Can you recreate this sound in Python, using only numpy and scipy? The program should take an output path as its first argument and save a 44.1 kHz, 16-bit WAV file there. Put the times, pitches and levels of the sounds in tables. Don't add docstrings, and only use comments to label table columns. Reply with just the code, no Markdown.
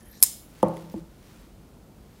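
import sys
import numpy as np
from scipy import signal
from scipy.fft import rfft, irfft
from scipy.io import wavfile
from scipy.ndimage import uniform_filter1d

SR = 44100
rng = np.random.default_rng(int(sys.argv[2]) if len(sys.argv) > 2 else 0)


def persist_wave(psi):
    counts = np.round(np.clip(psi, -1, 1) * 32767).astype(np.int16)
    wavfile.write(sys.argv[1], SR, np.atleast_2d(counts).T)


def to_linear_factor(level_db):
    exponent = np.asarray(level_db, float) / 20
    return 10 ** exponent


N = 97020

# start in seconds, chatter length in seconds.
SNAP_CONTACTS = [
    (.2208, .004),
    (.2259, .0017),
    (.2274, .0009),
    (.2345, .0018),
    (.2362, .0012),
    (.2405, .002),
]
# level in dB, brightness in dB per octave, ring in dB.
SNAP_FORCE = [
    (-46, 3, 8),
    (-2.5, -1, -3.5),
    (-0.5, -5.5, -21),
    (-6, -0.5, -13),
    (-9, -1, -9),
    (-17, -5, -8.5),
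]
# frequency in Hz, density in dB per Hz.
CRACK_SPECTRUM = [(1200, -39.5), (3300, -27.5), (5200, -19), (8700, -5), (11500, -2), (14500, -12),
                  (15500, -7.5), (16000, -33.5)]
# frequency in Hz, level in dB, T60 in seconds.
BLADE_MODES = [(1050, -21, 0.028), (1777, -23.5, .04), (2255, -27, .04), (3990, -24, 0.02),
               (5171, -14.5, 0.048), (6610, -18.5, 0.019), (7370, -18.5, 0.03), (7840, -15, 0.024),
               (9570, -15, .03), (11070, -8.5, .035), (12940, -14, .04), (12860, -9, 0.018),
               (13400, -15.5, 0.02), (15200, -16, 0.015)]
# frequency in Hz, level in dB, T60 in seconds.
STOP_MODES = [(370, -34.5, .03), (780.4, -34, .04), (910, -36, 0.045), (5175, -20, 0.059),
              (8637, -9.5, .06), (11060, -22, .05), (15560, -22, .04)]
# delay in seconds, level in dB.
SNAP_ECHOES = [
    (0.0252, -34),
    (0.0363, -29),
]
# start in seconds, level in dB.
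WALL_CRACKS = [
    (0.2262, -8),
    (.2350, -13),
]
# frequency in Hz, density in dB per Hz.
WALL_SPECTRUM = [(600, -25), (1500, -22.5), (3000, -21.5), (5200, -10), (8000, -3), (11500, -2.5),
                 (16000, -3)]
# frequency in Hz, level in dB, T60 in seconds.
WALL_MODES = [(2256, -32, .02), (5140, -16, .015), (7270, -10, .008), (8720, -18, .015),
              (11000, -12, 0.011), (15200, -11.5, .006)]
# centre in Hz, width in Hz, level in dB, peak in seconds, length in seconds.
PIVOT_BANDS = [(1790, 150, -64.5, 0.12, 0.12), (3110, 210, -70, 0.062, 0.054),
               (4050, 300, -61, .155, 0.046), (6500, 680, -72, 0.057, 0.017), (6900, 500, -67, 0.18, 0.04),
               (8800, 180, -65, 0.22, 0.091), (10430, 250, -65.5, .05, 0.1), (12800, 400, -61.5, .13, .08),
               (14400, 400, -74, .14, .06), (6340, 3100, -66, 0.0051, 0.024), (5557, 1300, -61, 0.17, .06)]
# start in seconds, level in dB, pitch in Hz, ring in dB.
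TICK_EVENTS = [(.008, -54.5, 10500, -21), (.2030, -46.5, 11100, -5.5), (.2120, -52.5, 13300, -16),
               (.2150, -50, 11300, 0), (.493, -60, 10750, -9.5), (.499, -57.5, 14300, -18.5),
               (.503, -58, 10730, -10), (.509, -59, 10700, -10), (.590, -51, 14000, -24.5),
               (0.6284, -34.5, 10440, -13.5), (0.629, -33.5, 3298, -13.5), (0.684, -46, 10750, -11),
               (.6836, -52, 14500, -11), (0.7339, -55, 9730, -25), (0.7414, -60, 10750, -5),
               (0.755, -63.5, 10700, -3), (0.7659, -58, 10700, -6), (0.7688, -47, 7700, -23),
               (.7690, -47, 2100, -10), (.7690, -52, 3370, -7), (.7780, -60.5, 10700, -7.5),
               (.8115, -51.5, 13200, -28), (0.8988, -48.5, 5500, -11.5), (.915, -51.5, 14700, -16),
               (0.921, -52.5, 14900, -12), (.930, -52.5, 14790, -17), (.9400, -50.5, 6200, -33)]
# start in seconds, level in dB, contact cut-off in Hz.
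TABLE_KNOCKS = [
    (.6290, -12, 1330),
    (0.6346, -21, 1250),
    (0.6387, -19, 990),
    (0.767, -45, 1500),
    (0.9393, -32.5, 780),
    (0.9434, -33.5, 387),
]
# frequency in Hz, level in dB, T60 in seconds.
THUD_MODES = [(229, 3, 0.021), (337, 4, 0.025), (508.5, 1, 0.055), (656, -0.5, 0.022), (862, 0.5, 0.074),
              (1074, 0.5, 0.0136)]
# frequency in Hz, T60 in seconds.
TABLE_MODES = [(128.3, .5), (165.8, 1.1), (199, .33), (274, .12), (327, .45), (491, .25), (535, .33),
               (597, .28), (800, .4), (868, .36), (904, .36), (1020, .3), (1104, .31), (1180, .25)]
TABLE_STRUCK_DB = [-6.5, -1.5, -1.5, -4, -0.5, -10, -0.5, 1, -9, -1.5, -7.5, -20.5, -6.5, -5]
# start in seconds, length in seconds, pitch in Hz, level in dB.
ROCKS = [
    (0.95, 0.0477, 325, -30.5),
    (.965, 0.11, 165, -41.5),
    (.9395, 0.021, 206, -31),
]
# frequency in Hz, density in dB per Hz.
SHUDDER_SPECTRUM = [(150, -2), (500, -1), (1150, -7), (1500, -19), (2500, -22.5), (5000, -37)]
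# start in seconds, pitch in Hz, level in dB, T60 in seconds.
FRAME_BUMPS = [
    (0.642, 79, -36.5, 0.23),
    (.950, 80, -39.5, 0.19),
    (1.004, 56.3, -37, 0.116),
]
# time in seconds, level in dB.
BRUSH_ENVELOPE = [(.45, -69.5), (.58, -58), (.66, -61.5), (.8, -57.5), (.87, -62), (.93, -62.5),
                  (.99, -59.5), (1.03, -71), (1.18, -67.5), (1.23, -63), (1.3, -59.5), (1.42, -62),
                  (1.52, -70), (1.9, -83), (2.05, -70.5), (2.2, -65)]
# frequency in Hz, density in dB per Hz.
CLOTH_SPECTRUM = [(700, -1.5), (1200, 1), (3000, -3), (5000, -5.5), (9000, -9.5), (16000, -13)]
# frequency in Hz, density in dB per Hz.
AIR_SPECTRUM = [(18, -30), (30, -3.5), (54, -2.5), (87, -10), (185, -8), (214, -9.5), (535, -19.5),
                (1500, -32), (1950, -65), (3300, -120)]
# frequency in Hz, density in dB per Hz.
HISS_SPECTRUM = [(880, -30), (1500, -4.5), (2400, -5.5), (2650, -6), (4970, -8), (6940, -9.5),
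                 (15700, -11.5)]
# frequency in Hz, T60 in seconds, level in dB.
ROOM_DECAY = [(152.3, 0.87, -13.5), (586.7, 0.53, -11.5), (2446, 0.63, -12), (7200, 0.32, -9),
              (14000, 0.58, -23)]

STOP_S = SNAP_CONTACTS[1][0]
ATTACK_S, CRACK_T60_S = .0008, .004
RATTLE_DB, RATTLE_T60_S = -17, 0.037
BLADE_SPREAD_DB = 2.5
SEATED_S, SEATED_T60_S = .2445, .015
TICK_T60_S, TICK_WIDE_S = .01, .004
TABLE_DB = -15.5
SHUDDER_DB, SHUDDER_T60_S = -17.5, 0.48
PALM_S, PALM_T60_S = 1.042, .12
GRAINS_PER_S, GRAIN_SPREAD_DB = 9000, 1.5
AIR_DB, HISS_DB = -50.5, -65.5
FIRST_WALL_S, BUILD_S = 0.0063, 0.0089
RING_SEND_DB, TABLE_SEND_DB = -8.5, -6
OVERLOAD = 1.0


def at_hz(points, hz, axis=1):
    points = np.array(points)
    return np.interp(np.log(hz), np.log(points[:, 0]), points[:, axis])


def rms_one(x):
    return x / np.sqrt(np.mean(x ** 2) + 1e-20)


def filtered(x, order, hz, kind):
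    return signal.sosfilt(signal.butter(order, hz, kind, fs=SR, output="sos"), x)


def gain_over_time(rows):
    s, db = np.transpose(rows)
    return to_linear_factor(np.interp(np.arange(N) / SR, s, db, left=-120, right=-120))


def colour(x, spectrum, tilt_db=0.):
    hz = np.maximum(np.fft.rfftfreq(len(x), 1 / SR), 1)
    inside = (hz >= spectrum[0][0]) & (hz <= spectrum[-1][0])
    gain = to_linear_factor(at_hz(spectrum, hz) + tilt_db * np.log2(hz / 8000))
    return irfft(rfft(x) * inside * gain, len(x))


def ring(x, hz, t60_s):
    r, w = to_linear_factor(-60 / (t60_s * SR)), 2 * np.pi * hz / SR
    return signal.lfilter([0, np.sin(w)], [1, -2 * r * np.cos(w), r * r], x + 1e-18)


def fade_after(start_s, t60_s):
    return to_linear_factor(-60 * np.maximum(np.arange(N) / SR - start_s, 0) / t60_s)


def add(out, s, x):
    i = int(s * SR)
    out[i:i + len(x)] += x[:N - i]


def contact_click():
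    return np.pad(np.eye(1, 8132)[0], (60, 0))


def snap_cracks():
    out, t = np.zeros(N), np.arange(8192) / SR
    for (s, length_s), (db, tilt_db, _) in zip(SNAP_CONTACTS, SNAP_FORCE):
        after_s = np.maximum(t - length_s, 0)
        crack = to_linear_factor(-60 * after_s / CRACK_T60_S)
        rattle = to_linear_factor(RATTLE_DB - 60 * after_s / RATTLE_T60_S)
        shape = np.clip(t / ATTACK_S, 0, 1) * np.maximum(crack, rattle)
        noise = rng.standard_normal(len(t))
        add(out, s, to_linear_factor(db) * shape * rms_one(colour(noise, CRACK_SPECTRUM, tilt_db)))
    return out


def blade_rings():
    out, click = np.zeros(N), contact_click()
    for (s, _), (db, _, ring_db) in zip(SNAP_CONTACTS, SNAP_FORCE):
        for hz, mode_db, t60_s in BLADE_MODES:
            spread = rng.standard_normal()
            gain = np.sign(spread) * to_linear_factor(db + ring_db + mode_db + BLADE_SPREAD_DB * spread)
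            add(out, s - .001, gain * ring(click, hz, t60_s))
    long_click = np.pad(click, (0, SR // 4))
    for hz, db, t60_s in STOP_MODES:
        add(out, STOP_S - .001, to_linear_factor(db) * ring(long_click, hz, t60_s))
    return out * fade_after(SEATED_S, SEATED_T60_S)


def snap_to_walls():
    out, click = np.zeros(N), contact_click()
    for s, db in WALL_CRACKS:
        add(out, s, to_linear_factor(db - 18.0) * rms_one(colour(click, WALL_SPECTRUM)))
    for hz, db, t60_s in WALL_MODES:
        add(out, STOP_S, to_linear_factor(db) * ring(click, hz, t60_s))
    return out


def blade():
    cracks, rings = snap_cracks(), blade_rings()
    direct = cracks + rings
    for delay_s, db in SNAP_ECHOES:
        add(cracks, delay_s, to_linear_factor(db) * direct)
    return filtered(cracks, 2, 800, "high"), rings, snap_to_walls()


def pivot():
    out, t = np.zeros(N), np.arange(N) / SR
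    for hz, width_hz, db, peak_s, length_s in PIVOT_BANDS:
        flicker = rms_one(uniform_filter1d(rng.standard_normal(N), size=300))
        edges_hz = [hz - width_hz / 2, hz + width_hz / 2]
        rub = rms_one(filtered(rng.standard_normal(N), 1, edges_hz, "band"))
        out += to_linear_factor(db + 3.5 * flicker - 10 * ((t - peak_s) / length_s) ** 2) * rub
    return out * (t < STOP_S)


def ticks():
    out, t = np.zeros(N), np.arange(2048) / SR
    for s, db, hz, ring_db in TICK_EVENTS:
        puff = rng.standard_normal(len(t)) * to_linear_factor(-20 * t / TICK_WIDE_S)
        click = filtered(puff, 2, 1300, "high")
        add(out, s, to_linear_factor(db) * (click + to_linear_factor(ring_db) * ring(puff, hz, TICK_T60_S)))
    return out


def table():
    push, out = np.zeros(N), np.zeros(N)
    for s, db, cut_hz in TABLE_KNOCKS:
        add(push, s, to_linear_factor(db) * filtered(np.eye(1, 2000)[0], 3, cut_hz, "low"))
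    for k, (hz, db, t60_s) in enumerate(THUD_MODES):
        out += (-1) ** k * to_linear_factor(db) * ring(push, hz, t60_s)
    for k, ((hz, t60_s), db) in enumerate(zip(TABLE_MODES, TABLE_STRUCK_DB)):
        out += (-1) ** k * to_linear_factor(TABLE_DB + db) * ring(push, hz, t60_s)
    for s, length_s, hz, db in ROCKS:
        t = np.arange(int(length_s * SR)) / SR
        add(out, s, to_linear_factor(db) * np.sin(np.pi * t / length_s) * np.sin(2 * np.pi * hz * t))
    return out


def shudder():
    out, t = np.zeros(N), np.arange(SR // 2) / SR
    for s, db, cut_hz in TABLE_KNOCKS:
        noise = rms_one(colour(rng.standard_normal(len(t)), SHUDDER_SPECTRUM))
        noise = filtered(noise, 2, 1.22 * cut_hz, "low")
        decay = to_linear_factor(db + SHUDDER_DB - 60 * t / SHUDDER_T60_S)
        add(out, s, decay * np.clip(t / 0.00099, 0, 1) * noise)
    return out


def bumps():
    out = np.zeros(N)
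    push = np.pad(np.hanning(400) / 200, (0, SR // 2))
    for s, hz, db, t60_s in FRAME_BUMPS:
        add(out, s, to_linear_factor(db) * ring(push, hz, t60_s))
    return out


def cloth():
    hits = rng.random(N) < GRAINS_PER_S / SR
    size = to_linear_factor(GRAIN_SPREAD_DB * rng.exponential(1, N))
    grains = hits * rng.standard_normal(N) * size
    return to_linear_factor(0.5) * gain_over_time(BRUSH_ENVELOPE) * rms_one(colour(grains, CLOTH_SPECTRUM))


def room(x):
    t, tail = np.arange(SR // 2) / SR, 0
    edges_hz = 100 * 2 ** np.arange(0, 7.6, .5)
    for low, high in zip(edges_hz, edges_hz[1:]):
        band = filtered(rng.standard_normal(len(t)), 2, [low, high], "band")
        centre_hz = np.sqrt(low * high)
        t60_s, db = at_hz(ROOM_DECAY, centre_hz), at_hz(ROOM_DECAY, centre_hz, axis=2)
        tail = tail + band * to_linear_factor(db - 60 * t / t60_s) / 30
    build_up = np.clip((t - FIRST_WALL_S) / BUILD_S, 0, 1)
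    return signal.fftconvolve(x, tail * build_up)[:N]


def air():
    tone = rms_one(colour(rng.standard_normal(N), AIR_SPECTRUM))
    hiss = rms_one(colour(rng.standard_normal(N), HISS_SPECTRUM))
    return to_linear_factor(AIR_DB) * tone + to_linear_factor(HISS_DB) * hiss


def scene():
    cracks, rings, walls = blade()
    palm = fade_after(PALM_S, PALM_T60_S)
    near = palm * filtered(table(), 3, 115, "high") + ticks()
    reverb = room(to_linear_factor(TABLE_SEND_DB) * near + walls + to_linear_factor(RING_SEND_DB) * rings)
    mix = near + cracks + rings + reverb + pivot() + shudder() + bumps() + cloth() + air()
    return mix[None]


def top_cut(x):
    return signal.sosfilt(signal.butter(12, 15840, fs=SR, output="sos"), x)


def record(dry):
    heard = filtered(dry, 3, 38, "high")
    return top_cut(np.clip(heard, -OVERLOAD, OVERLOAD))


dry = scene()
out = record(dry)
persist_wave(out)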